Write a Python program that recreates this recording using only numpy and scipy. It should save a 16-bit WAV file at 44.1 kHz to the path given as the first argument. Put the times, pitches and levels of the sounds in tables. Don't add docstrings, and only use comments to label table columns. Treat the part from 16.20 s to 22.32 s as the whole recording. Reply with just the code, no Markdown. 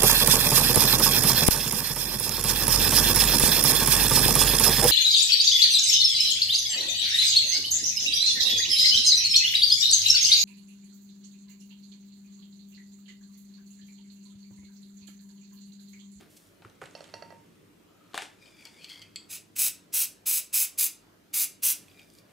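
import sys
import numpy as np
from scipy import signal
from scipy.fft import rfft, irfft
from scipy.io import wavfile
from scipy.ndimage import uniform_filter1d

SR = 44100
rng = np.random.default_rng(int(sys.argv[2]) if len(sys.argv) > 2 else 0)


def unload_wav(signal):
    wavfile.write(
        sys.argv[1],
        SR,
        np.round(np.clip(np.atleast_2d(signal).T, -1, 1) * 32767).astype(np.int16),
    )


def gain_from_decibels(decibels):
    exponent = np.asarray(decibels, float) / 20
    return 10 ** exponent


N = 269892

# t/s, pan/dB
REACH = [(.5, 2), (.62, -5), (.85, -14), (1.9, 3), (3.0, 5), (5.9, -3)]


def sprays():
    # f/Hz, level/dB
    jet_colour = [(2700, -55), (3100, -26), (3700, -9), (4350, -8.5), (5000, -5.5), (5700, -5.5), (6400, 1),
                  (7100, -5.5), (7850, 1), (8900, -3.5), (10100, 3), (12300, 0.5), (13600, 2), (16000, 0.5)]
    # f/Hz, level/dB
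    roar_colour = [(500, -23), (900, -12.5), (1400, -11.5), (1800, -8.5), (2150, -4), (2420, -1),
                   (2800, -1.5), (3400, -5), (4300, -12)]
    # t/s, delay of the paper's echo/ms
    heights = [(3.0, .79), (3.3, .75), (3.68, .71), (4.0, .77), (4.3, .77), (4.54, .81), (5.0, .81),
               (5.38, .69)]
    # delay/ms, share
    near_echoes = [(0.389, .2), (1.3, 0.076), (1.801, -0.18), (2.3, -0.037), (3.098, 0.16)]
    aim_db = [0.5, 1.5, 1, 0.5, 1, 0, 1, 2]

    opened = np.repeat(gain_from_decibels(presses()).sum(axis=0), 32)[:N]
    jet = abs(uniform_filter1d(opened, size=130))
    roar = gain_from_decibels(-27) * jet ** 0.66 * jet / (jet + gain_from_decibels(-58.5))

    gas = grainy(spread_db=2.0, size=24)
    at = np.arange(N)
    starts, paper_ms = np.transpose(heights)
    press = np.maximum(np.searchsorted(starts, at / SR) - 1, 0)
    lag = paper_ms[press] * SR / 1000
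    heard = gas + 0.22 * np.interp(at - lag, at, gas)
    for ms, share in near_echoes:
        heard = heard + share * np.interp(at - lag * ms / paper_ms.mean(), at, gas)

    hiss = coloured(heard, jet_colour)
    treble = band(hiss, 6000, 20000)
    treble_share = np.minimum(jet / gain_from_decibels(-29.5), 1) ** 0.93
    hiss = hiss - (1 - treble_share) * treble
    return jet * hiss + gain_from_decibels(np.take(aim_db, press)) * roar * coloured(heard, roar_colour)


def presses():
    # start t/s, length/s, open level/dB, change over the hold/dB, relative opening time
    nozzle_presses = [
        (3.079, 0.1, -50, 3.5, 1.01),
        (3.088, 0.071, -43.5, 5.5, 1.1),
        (3.352, 0.02, -34, 2.5, 0.7),
        (3.375, 0.1, -26, 2.5, 0.97),
        (3.72, 0.12, -25.5, 0.5, 1.25),
        (4.052, 0.14, -25, -2, 0.94),
        (4.321, 0.12, -23, -1.5, 1.25),
        (4.571, 0.094, -22.5, -3, 1.05),
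        (5.126, .11, -28.5, 5, 0.88),
        (5.417, 0.1, -24, 0.5, 1.01),
    ]
    # t/s after the start, level/dB
    valve = [(0, -48.5), (.006, -16), (.017, 0)]

    start, length, db, change_db, slowness = np.transpose(nozzle_presses)[:, :, None]
    t = np.arange(0, N + 32, 32) / SR - start
    u = np.clip(t / length, 0, 1)
    opening = np.interp(t / slowness, *np.transpose(valve), -200)
    arch = 1.04 * np.sin(np.pi * u)
    close_db_per_s, knee_s = 525.5, 0.006
    closing = close_db_per_s * knee_s * np.logaddexp(0, (t - length) / knee_s)
    return db + opening + change_db * u + arch - closing


def shading(jet):
    return gain_from_decibels(-19.0) * band(band(jet, 3600, 13000), 3200, 14500) * [[-1], [1]]


def nozzle_click():
    # t/s, peak level/dB, relative treble/dB, pan/dB, lasting ring/dB
    click = [
        (2.9589, -33, 6, 0.0064, -7),
    ]
    # f/Hz, clack level/dB, ring level/dB, time to fall 60 dB/s
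    nozzle = [(2156, -5, -1, 0.068), (2514, -4, -3.5, 0.11), (3060, -8.5, -5, 0.074), (3320, -12, 0, 0.17),
              (3600, -9.5, -12, 0.073), (4170, -7, -14, .1), (4424, 5, 5.5, 0.15), (4650, 10, -3.5, 0.2),
              (4750, 0, -6, .18), (5220, -5, -16, .1), (6900, -10.5, -16, .1), (7300, -6, -16, .12),
              (7750, 2, 1.5, 0.2), (8150, -10, -20, .1)]
    return struck(click, nozzle, split_hz=4000, low_hz=1900, quick_s=0.022, waver=0.7,
                  contact_s=0.0006, scatter=0.3)


def can_bounces():
    # t/s, peak level/dB, relative treble/dB, pan/dB, lasting ring/dB
    bounces = [
        (0.751, -36, 0.5, -7.5, -14),
        (0.791, -54, 0, -6, -24),
        (0.806, -36, -6, -7, -14.5),
        (0.889, -49, -6, -8, -16),
        (0.939, -32, -0.5, -6.5, -11.5),
        (1.023, -34, -6.5, -6.5, -12.5),
        (1.104, -40.5, -10, -10.5, -6.5),
        (1.124, -39.5, -24, -3, -32),
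        (2.456, -52, -9, 1, 0),
    ]
    # f/Hz, clack level/dB, ring level/dB, time to fall 60 dB/s
    empty_can = [(485, -23, -2, 0.072), (607, 6, -21, 0.024), (920, -30, -4.5, 0.72),
                 (1320, -10, -13, 0.084), (1640, -9.5, -13, 0.049), (1933, -10.5, -9.5, 0.3),
                 (2714, -1, -1, 0.24), (3100, -4, -30, 0.041), (4380, 4, -17, .12), (4300, -9, 4, 0.061),
                 (4540, -2, 7, 0.065), (5170, -3, -18, .1), (5610, -2, -6, 0.13), (5970, -5, -26, .08)]
    return struck(bounces, empty_can, split_hz=2300, low_hz=350, quick_s=0.017, waver=0.14,
                  contact_s=0.0012, scatter=0.87)


def ball_rattles():
    # t/s, peak level/dB, relative treble/dB, pan/dB, lasting ring/dB
    rattles = [(2.2568, -50, -2, 9, -3), (2.4528, -50, 5.5, 11, 2), (2.4704, -49.5, 6, 7, -16),
               (2.62, -51, 1, 8, -16), (2.6436, -39.5, 6, 3.5, -22), (2.698, -44.5, 3.5, 4, -3),
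               (2.817, -49.5, 7.5, 2, -22), (2.8219, -46.5, 3, -6, -5), (5.6815, -52, -8, -8, -24),
               (5.7134, -56, -17, -8, -15), (5.7923, -48, -8, -3, -19)]
    # f/Hz, clack level/dB, ring level/dB, time to fall 60 dB/s
    full_can = [(2270, -11, -13, 0.21), (2460, -27, 2, 0.19), (2725, -3, -6, .1), (3125, -16, 4.5, 0.14),
                (3380, -2, -13, .12), (3600, -10, -20, .1), (4450, 4.5, -16, 0.037), (4480, 0, -11, .1),
                (4870, -8, -11, .1), (6120, -6, -20, 0.013), (6600, -13, -22, .06), (7800, -5.5, -14, .05)]
    return struck(rattles, full_can, split_hz=4000, low_hz=1800, quick_s=0.024, waver=0.85,
                  contact_s=0.0007, scatter=0.6)


def struck(events, modes, split_hz, low_hz, quick_s, waver, contact_s, scatter):
    stops = [.934, 1.019, 1.1, 1.23, 2.5, 3.1, 7.0]
    out = np.zeros((2, N))
    t = np.arange(SR // 2) / SR
    hz, clack_db, lasting_db, t60 = np.transpose(modes)[:, :, None]
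    is_low = hz[:, 0] < split_hz
    contact = 1 - np.exp(-t / contact_s)
    turn = 2 * np.pi * hz * t
    chance = rng.standard_normal((len(events), len(modes), 3 + len(t) // 90))
    for (s, peak_db, treble_db, pan_db, ring_db), luck in zip(events, chance):
        place, detune, phase = luck[:, :3].T[:, :, None]
        tremble = uniform_filter1d(np.repeat(luck[:, 3:], 90, axis=1), size=90, axis=1)
        held_db = 60 * np.maximum(t + s - stops[np.searchsorted(stops, s)], 0) / 0.097
        clack = gain_from_decibels(clack_db - 60 * t / quick_s) * np.sin(turn * (1 + 0.015 * detune) + scatter * phase)
        lasting = gain_from_decibels(lasting_db + ring_db - 60 * t / t60 - held_db) * np.sin(turn)
        lasting = lasting * (1 - waver + waver * tremble)
        rings = band(gain_from_decibels(1.5 * place) * contact * (clack + lasting), low_hz, 15000)
        low, high = rings[is_low].sum(axis=0), rings[~is_low].sum(axis=0)
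        blow = low / abs(low).max() + gain_from_decibels(treble_db) * high / abs(high).max()
        add(out, s, gain_from_decibels(peak_db) * blow, pan_db)
    return out


def ball_ticks():
    # t/s, peak level/dB, f/Hz
    small_bounces = [(2.2162, -58, 2280), (2.2253, -52, 2200), (2.3675, -55, 2500), (2.3916, -51, 2420),
                     (2.4103, -46, 2430), (2.4239, -47, 2325), (2.4531, -34.5, 4730), (2.4575, -57, 3230),
                     (2.5427, -51, 3500), (2.5663, -59, 2890), (2.6025, -63, 2240), (2.6481, -44, 4150),
                     (2.6541, -50, 4390), (2.6635, -49, 3190), (2.6853, -46, 2580), (2.6932, -40, 4435),
                     (2.6983, -43, 3330), (2.7052, -45, 3060), (2.7097, -45, 3060), (2.7146, -45, 4390),
                     (2.7264, -45, 3190), (2.7315, -43, 4800), (2.7433, -42, 3150), (2.7535, -50, 4390),
                     (2.7693, -52, 4520), (2.7754, -48, 3230), (2.7809, -48, 4435), (2.7945, -44, 4800),
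                     (2.826, -50, 4610), (2.8656, -55, 2370), (2.8218, -49, 4630), (2.9595, -34, 7750),
                     (5.6827, -49, 2590), (5.7807, -61, 2380), (5.7961, -45, 2660), (5.81, -61, 2310),
                     (5.8155, -54, 2360), (5.8309, -55, 4780), (5.9017, -53, 5000), (5.9383, -49, 8250),
                     (5.9514, -54, 4650), (5.9864, -47, 4730), (5.9936, -57, 4610)]
    return ticks(small_bounces, cycles=35.0, snap_db=-5.5, snap_s=0.016)


def clatter():
    # t/s, peak level/dB, f/Hz
    edge_hits = [(.6198, -33.5, 1270), (.6274, -43, 2150), (.633, -44, 2300), (.649, -44, 2200),
                 (.664, -49, 2500), (.673, -51, 2000), (.46, -52, 2400), (.468, -56, 1500),
                 (.48, -55, 2280), (.639, -42, 1900), (.6427, -44, 1510), (.6557, -44, 1940),
                 (.6877, -54, 2110), (1.9448, -33, 1130), (1.9536, -30, 3400), (1.9654, -41, 1600),
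                 (1.967, -39, 674), (1.9774, -20.5, 1640), (1.9836, -30, 3010), (1.9885, -27, 2670),
                 (1.994, -43, 2450), (1.998, -36.5, 760), (2.001, -52, 1460), (2.0097, -38, 2110),
                 (2.0204, -33, 1980), (2.0244, -33, 2240), (2.039, -39, 3830), (2.0556, -40, 3320),
                 (2.0601, -44, 3570)]
    return ticks(edge_hits, cycles=8.2, snap_db=-10.5, snap_s=0.0087)


def ticks(rows, cycles, snap_db, snap_s):
    out = np.zeros((2, N))
    t = np.arange(SR // 20) / SR
    for (s, db, hz), noise in zip(rows, rng.standard_normal((len(rows), len(t)))):
        tone = gain_from_decibels(-60 * t * hz / cycles) * (1 - np.exp(-2 * t * hz)) * np.sin(2 * np.pi * hz * t)
        snap = band(gain_from_decibels(-60 * t / snap_s) * noise, hz, 11500)
        tick = tone / abs(tone).max() + gain_from_decibels(snap_db) * snap / abs(snap).max()
        add(out, s, gain_from_decibels(db) * tick, np.interp(s, *np.transpose(REACH)))
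    return out


def rolling():
    # peak t/s, rise/s, fall/s, low mode level/dB, relative upper modes/dB
    rolls = [(2.22, 0.046, 0.83, -65, 1), (2.392, 0.018, 0.097, -59.5, -3), (2.456, 0.0065, 0.015, -47, -4),
             (2.56, 0.068, 0.03, -84, -13.5), (2.645, 0.075, 0.061, -57, 5.5), (2.7, 0.0088, 0.11, -62, 15),
             (2.819, 0.0055, 0.019, -60, 11), (2.83, .5, 0.05, -58, -20), (5.7, .02, 0.21, -66, -1),
             (5.796, 0.026, 0.027, -51, -15), (5.825, .03, 0.052, -72, 8), (6.0, 0.19, 0.044, -69, -3)]
    # t/s, low f/Hz, middle f/Hz, high f/Hz
    grip = [(2.18, 2460, 3850, 5000), (2.45, 2260, 3300, 4600), (2.56, 2140, 3600, 4870),
            (2.62, 2600, 3000, 4280), (2.72, 2140, 3300, 4390), (2.95, 2120, 3180, 4750),
            (5.64, 2430, 3900, 4780), (6.12, 2360, 3300, 4800)]

    bumps = grainy(spread_db=2.4, size=90)
    t = np.arange(N) / SR
    s, *modes = np.transpose(grip)
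    wall = np.zeros(N)
    for k, (hz, width_hz) in enumerate(zip(modes, (65, 140, 200))):
        turn = np.exp(2j * np.pi * np.cumsum(np.interp(t, s, hz)) / SR)
        r = np.exp(-np.pi * width_hz / SR)
        mode = (turn * signal.lfilter([1 - r], [1, -r], bumps / turn)).real
        wall = wall + strokes(rolls, tilt=min(k, 1)) * evened(mode)
    return wall * gain_from_decibels(np.array([[-1.5], [-4.5]]))


def knocks():
    # t/s, peak level/dB,
    # relative body/dB, crack/dB and snap/dB
    put_down = [(0.009, -43, -2.5, -3.5, -2.5), (0.421, -47.5, -20, -12, -18), (0.449, -41, -32, -30, -21),
                (0.498, -54, 0.5, 2.5, 3), (0.553, -64, -10, 8, 7), (0.616, -34, -36, -28, -22),
                (0.622, -44, 8.5, -19, -15), (0.638, -41.5, -19, -8, -8), (0.657, -44, -18, -1, -3),
                (0.71, -51, -17, -9, 1), (0.841, -45.5, -9, 0, -2), (1.934, -43, -8, -4, -19),
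                (1.943, -26.5, -38, -5, -11), (1.944, -38.5, 2.5, -17, 3), (1.977, -28.5, -20, 5, -0.5),
                (2.0205, -31, -9, -3, -1), (2.959, -51, -18, 12, 10), (5.9, -64, -4, 9, 13),
                (5.985, -66, -11, 8, -5)]
    # low f/Hz, high f/Hz, time to fall 60 dB/s
    knock_bands = [(313, 790, 0.2), (660, 2210, 0.13), (1980, 3980, 0.27), (5000, 7800, 0.017)]
    # t/s, level/dB, f/Hz, time to fall 60 dB/s
    thumps = [(.452, -35.5, 107, 0.073), (0.454, -36, 373, 0.027), (.449, -32, 1320, 0.011),
              (.617, -34.5, 1250, 0.046), (0.617, -31, 510, 0.028), (.63, -44, 135, 0.1),
              (1.9455, -19, 860, 0.0064), (1.9785, -23, 774, 0.019), (2.0215, -33.5, 890, 0.02)]

    out = np.zeros((2, N))
    t = np.arange(SR // 4) / SR
    blow = gain_from_decibels(-60 * t / 0.014)
    chance = rng.standard_normal((len(put_down), len(t)))
    for (s, peak_db, body_db, crack_db, snap_db), noise in zip(put_down, chance):
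        pan_db = np.interp(s, *np.transpose(REACH))
        for db, (lo_hz, hi_hz, t60) in zip((body_db, 0, crack_db, snap_db), knock_bands):
            part = band(noise * (blow + 0.24 * gain_from_decibels(-60 * t / t60)), lo_hz, hi_hz)
            add(out, s, gain_from_decibels(peak_db + db) * part / abs(part).max(), pan_db)
    for s, db, hz, t60 in thumps:
        thump = gain_from_decibels(db - 60 * t / t60) * (1 - np.exp(-t * hz)) * np.sin(2 * np.pi * hz * t)
        add(out, s, thump, 0)
    return out


def rustle():
    # peak t/s, rise/s, fall/s, fine level/dB, relative coarse level/dB
    sleeve = [(.01, 0.056, 0.13, -60.5, 16), (.106, 0.018, 0.23, -58, -23), (.17, 0.012, 0.021, -51.5, -25),
              (.216, 0.055, 0.28, -66, -14), (5.6, .02, 0.19, -64, 12), (5.79, .6, 0.19, -67, 4),
              (5.996, 0.25, 0.017, -59.5, -19), (6.12, 0.12, .1, -66, 16)]
    paper = [(.444, 0.04, 0.26, -73, 21.5), (0.617, 0.011, 0.25, -60.5, 15), (.76, 0.045, 0.92, -65.5, 19),
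             (0.942, 0.0033, 0.022, -57, 14), (.97, 0.035, 0.21, -82, 23), (1.925, 0.17, 0.014, -84, 30),
             (1.952, .006, 0.078, -49, 21), (2.03, 0.068, 0.062, -46.5, -3), (2.1, .05, 0.57, -74.5, 18),
             (2.264, 0.057, 0.21, -63, 6), (2.462, 0.13, 0.33, -61.5, 10.5), (2.65, 0.081, 0.013, -57, -3),
             (2.72, 0.051, 0.32, -74.5, 23), (2.85, .2, 0.074, -72, 8)]

    crackle = grainy(spread_db=2, size=90)
    bright = evened(band(crackle, 2500, 13300))
    dull = evened(band(band(crackle, 2700, 8800), 2900, 12300))
    coarse = evened(band(crackle, 490, 4140))
    fine = strokes(sleeve) * bright + strokes(paper) * dull
    return gain_from_decibels(-4.0) * fine + gain_from_decibels(-14.0) * strokes(sleeve + paper, tilt=1) * coarse


def squeak():
    drags = [
        (1.72, 0.1, 0.18, -70.5, -17),
        (1.93, 0.28, .03, -67, -22),
    ]
    # f/Hz, width/Hz
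    squeak_tones = [(1280, 120), (5950, 150)]
    rub = rng.standard_normal(N)
    out = np.zeros(N)
    for k, (hz, width) in enumerate(squeak_tones):
        tone = resonate(resonate(rub, hz, width), hz, width)
        out = out + strokes(drags, tilt=k) * evened(tone)
    return out


def room(x):
    # f/Hz, time to fall 60 dB/s
    ring_times = [(200, 0.39), (1000, 0.35), (3000, 0.33), (8000, 0.27), (16000, 0.16)]
    # f/Hz, level/dB
    apart = [(100, -14.5), (500, -7), (1500, -4), (3200, -24.5), (5000, -9), (8000, -12.5), (11000, -17),
             (14000, -19)]

    taps = np.zeros((2, SR // 2))
    starts = np.arange(200, SR // 2 - 20, 20)
    places = starts + rng.integers(0, 20, (2, len(starts)))
    signs = rng.choice([-1., 1.], (2, len(starts)))
    np.put_along_axis(taps, places, signs, axis=1)
    hz, t, z = signal.stft(taps, SR, nperseg=256)
    colour = gain_from_decibels(np.array([0 * hz, read(apart, hz) + 2.8]))[:, :, None]
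    decay = gain_from_decibels(-60 * t / read(ring_times, hz)[:, None])
    mid, side = signal.istft(z * colour * decay, SR, nperseg=256)[1]
    tail = np.array([mid + side, mid - side]) / np.linalg.norm(mid)
    return signal.fftconvolve(x[None], tail, axes=1)[:, :N]


def hum():
    # f/Hz, level/dB
    hum_colour = [(20, -30.5), (60, -43), (80, -35), (250, -14), (450, -9), (600, -7.5), (800, -15),
                  (1200, -15.5), (2300, -20), (5000, -25.5), (10000, -31), (15000, -32.5), (16000, -46)]
    # f/Hz, width/Hz, level/dB
    hum_tones = [(107, 22.5, 4.5), (171.2, 51, -4.5), (213.4, 94, -1.5), (291.2, 64, -2.5),
                 (367.5, 120, -7)]
    # f/Hz, likeness
    likeness = [(30, 0.94), (100, 0.98), (250, 0.6), (600, 0.028), (2000, 0.024), (8000, 0.29),
                (10500, 0.83), (15000, 0.94)]
    # t/s, level/dB
    swell = [(0.0, 7), (.19, -4.5), (1.09, 3), (1.76, -3), (2.78, -1.5), (3.6, -1), (4.38, -6.5),
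             (5.401, -1), (5.76, 0), (6.12, -2)]

    frames = N // 512 + 5
    hz = np.fft.rfftfreq(2048, 1 / SR)
    a, b, c, d, patches = rng.standard_normal((frames, len(hz), 5)).T
    patches = uniform_filter1d(uniform_filter1d(patches, size=10, axis=0), size=8, axis=1)
    patches = evened(patches)
    same = np.clip(read(likeness, hz), -1, 1)[:, None]
    left = a + 1j * b
    z = np.array([left, same * left + np.sqrt(1 - same ** 2) * (c + 1j * d)])
    shape = gain_from_decibels(read(hum_colour, hz)[:, None] + 1.8 * patches)
    bed = signal.istft(z * shape, nperseg=2048, noverlap=1536)[1][:, :N]
    flat = signal.istft(z, nperseg=2048, noverlap=1536)[1][:, :N]
    tones = [gain_from_decibels(db) * evened(resonate(resonate(flat, f, w), f, 2 * w)) for f, w, db in hum_tones]
    deep, *low = tones
    machines = gain_from_decibels(-72.5) * deep + gain_from_decibels(-61.0) * evened(sum(low))
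    load = gain_from_decibels(np.interp(np.arange(N) / SR, *np.transpose(swell)))
    mains = gain_from_decibels(-81.0) * evened(resonate(flat.sum(axis=0), 49., 3.9))
    return gain_from_decibels(-62.5) * evened(bed) + load * machines + mains


def strokes(rows, tilt=0):
    s, rise, fall, db, rel = np.transpose(rows)[:, :, None]
    t = np.arange(0, N + 64, 64) / SR
    away = np.maximum((s - t) / rise, (t - s) / fall)
    gain = gain_from_decibels(db + tilt * rel - 20 * away).sum(axis=0)
    return np.interp(np.arange(N) / SR, t, gain)


def grainy(spread_db, size):
    jumps = np.repeat(np.minimum(rng.exponential(1, N // size + 1), 5), size)[:N]
    return evened(rng.standard_normal(N) * gain_from_decibels(spread_db * uniform_filter1d(jumps, size)))


def evened(x):
    return x / np.sqrt(np.mean(x ** 2) + 1e-20)


def read(points, hz):
    f, value = np.transpose(points)
    return np.interp(np.log(hz + 1), np.log(f + 1), value)


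def coloured(x, spectrum):
    hz = np.fft.rfftfreq(len(x), 1 / SR)
    inside = (hz > spectrum[0][0]) & (hz < spectrum[-1][0])
    return evened(irfft(rfft(x) * gain_from_decibels(read(spectrum, hz)) * inside, len(x)))


def band(x, lo_hz, hi_hz):
    sos = signal.butter(2, [lo_hz, min(hi_hz, SR / 2.1)], "bandpass", fs=SR, output="sos")
    return signal.sosfilt(sos, x)


def resonate(x, hz, width):
    return signal.lfilter(*signal.iirpeak(hz, hz / width, SR), x)


def add(mix, s, sound, pan_db):
    part = mix[:, round(s * SR):][:, :len(sound)]
    part += sound[:part.shape[1]] * gain_from_decibels(np.array([[pan_db / 2], [-pan_db / 2]]))


def scene():
    jet = sprays()
    hits = nozzle_click() + can_bounces() + ball_rattles() + ball_ticks() + clatter() + knocks()
    handling = hits + rolling() + rustle() + squeak()
    echo = room(gain_from_decibels(-9.5) * handling.mean(axis=0) + gain_from_decibels(-11.0) * jet)
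    return handling + jet + shading(jet) + echo + hum()


def top_cut(x):
    return signal.sosfilt(signal.butter(12, 16960, fs=SR, output="sos"), x)


def record(dry):
    lowpass = signal.firwin(511, 15740, window=("kaiser", 9), fs=SR)
    limited = signal.oaconvolve(dry, lowpass[None], "same")
    return top_cut(limited)


dry = scene()
out = record(dry)
unload_wav(out)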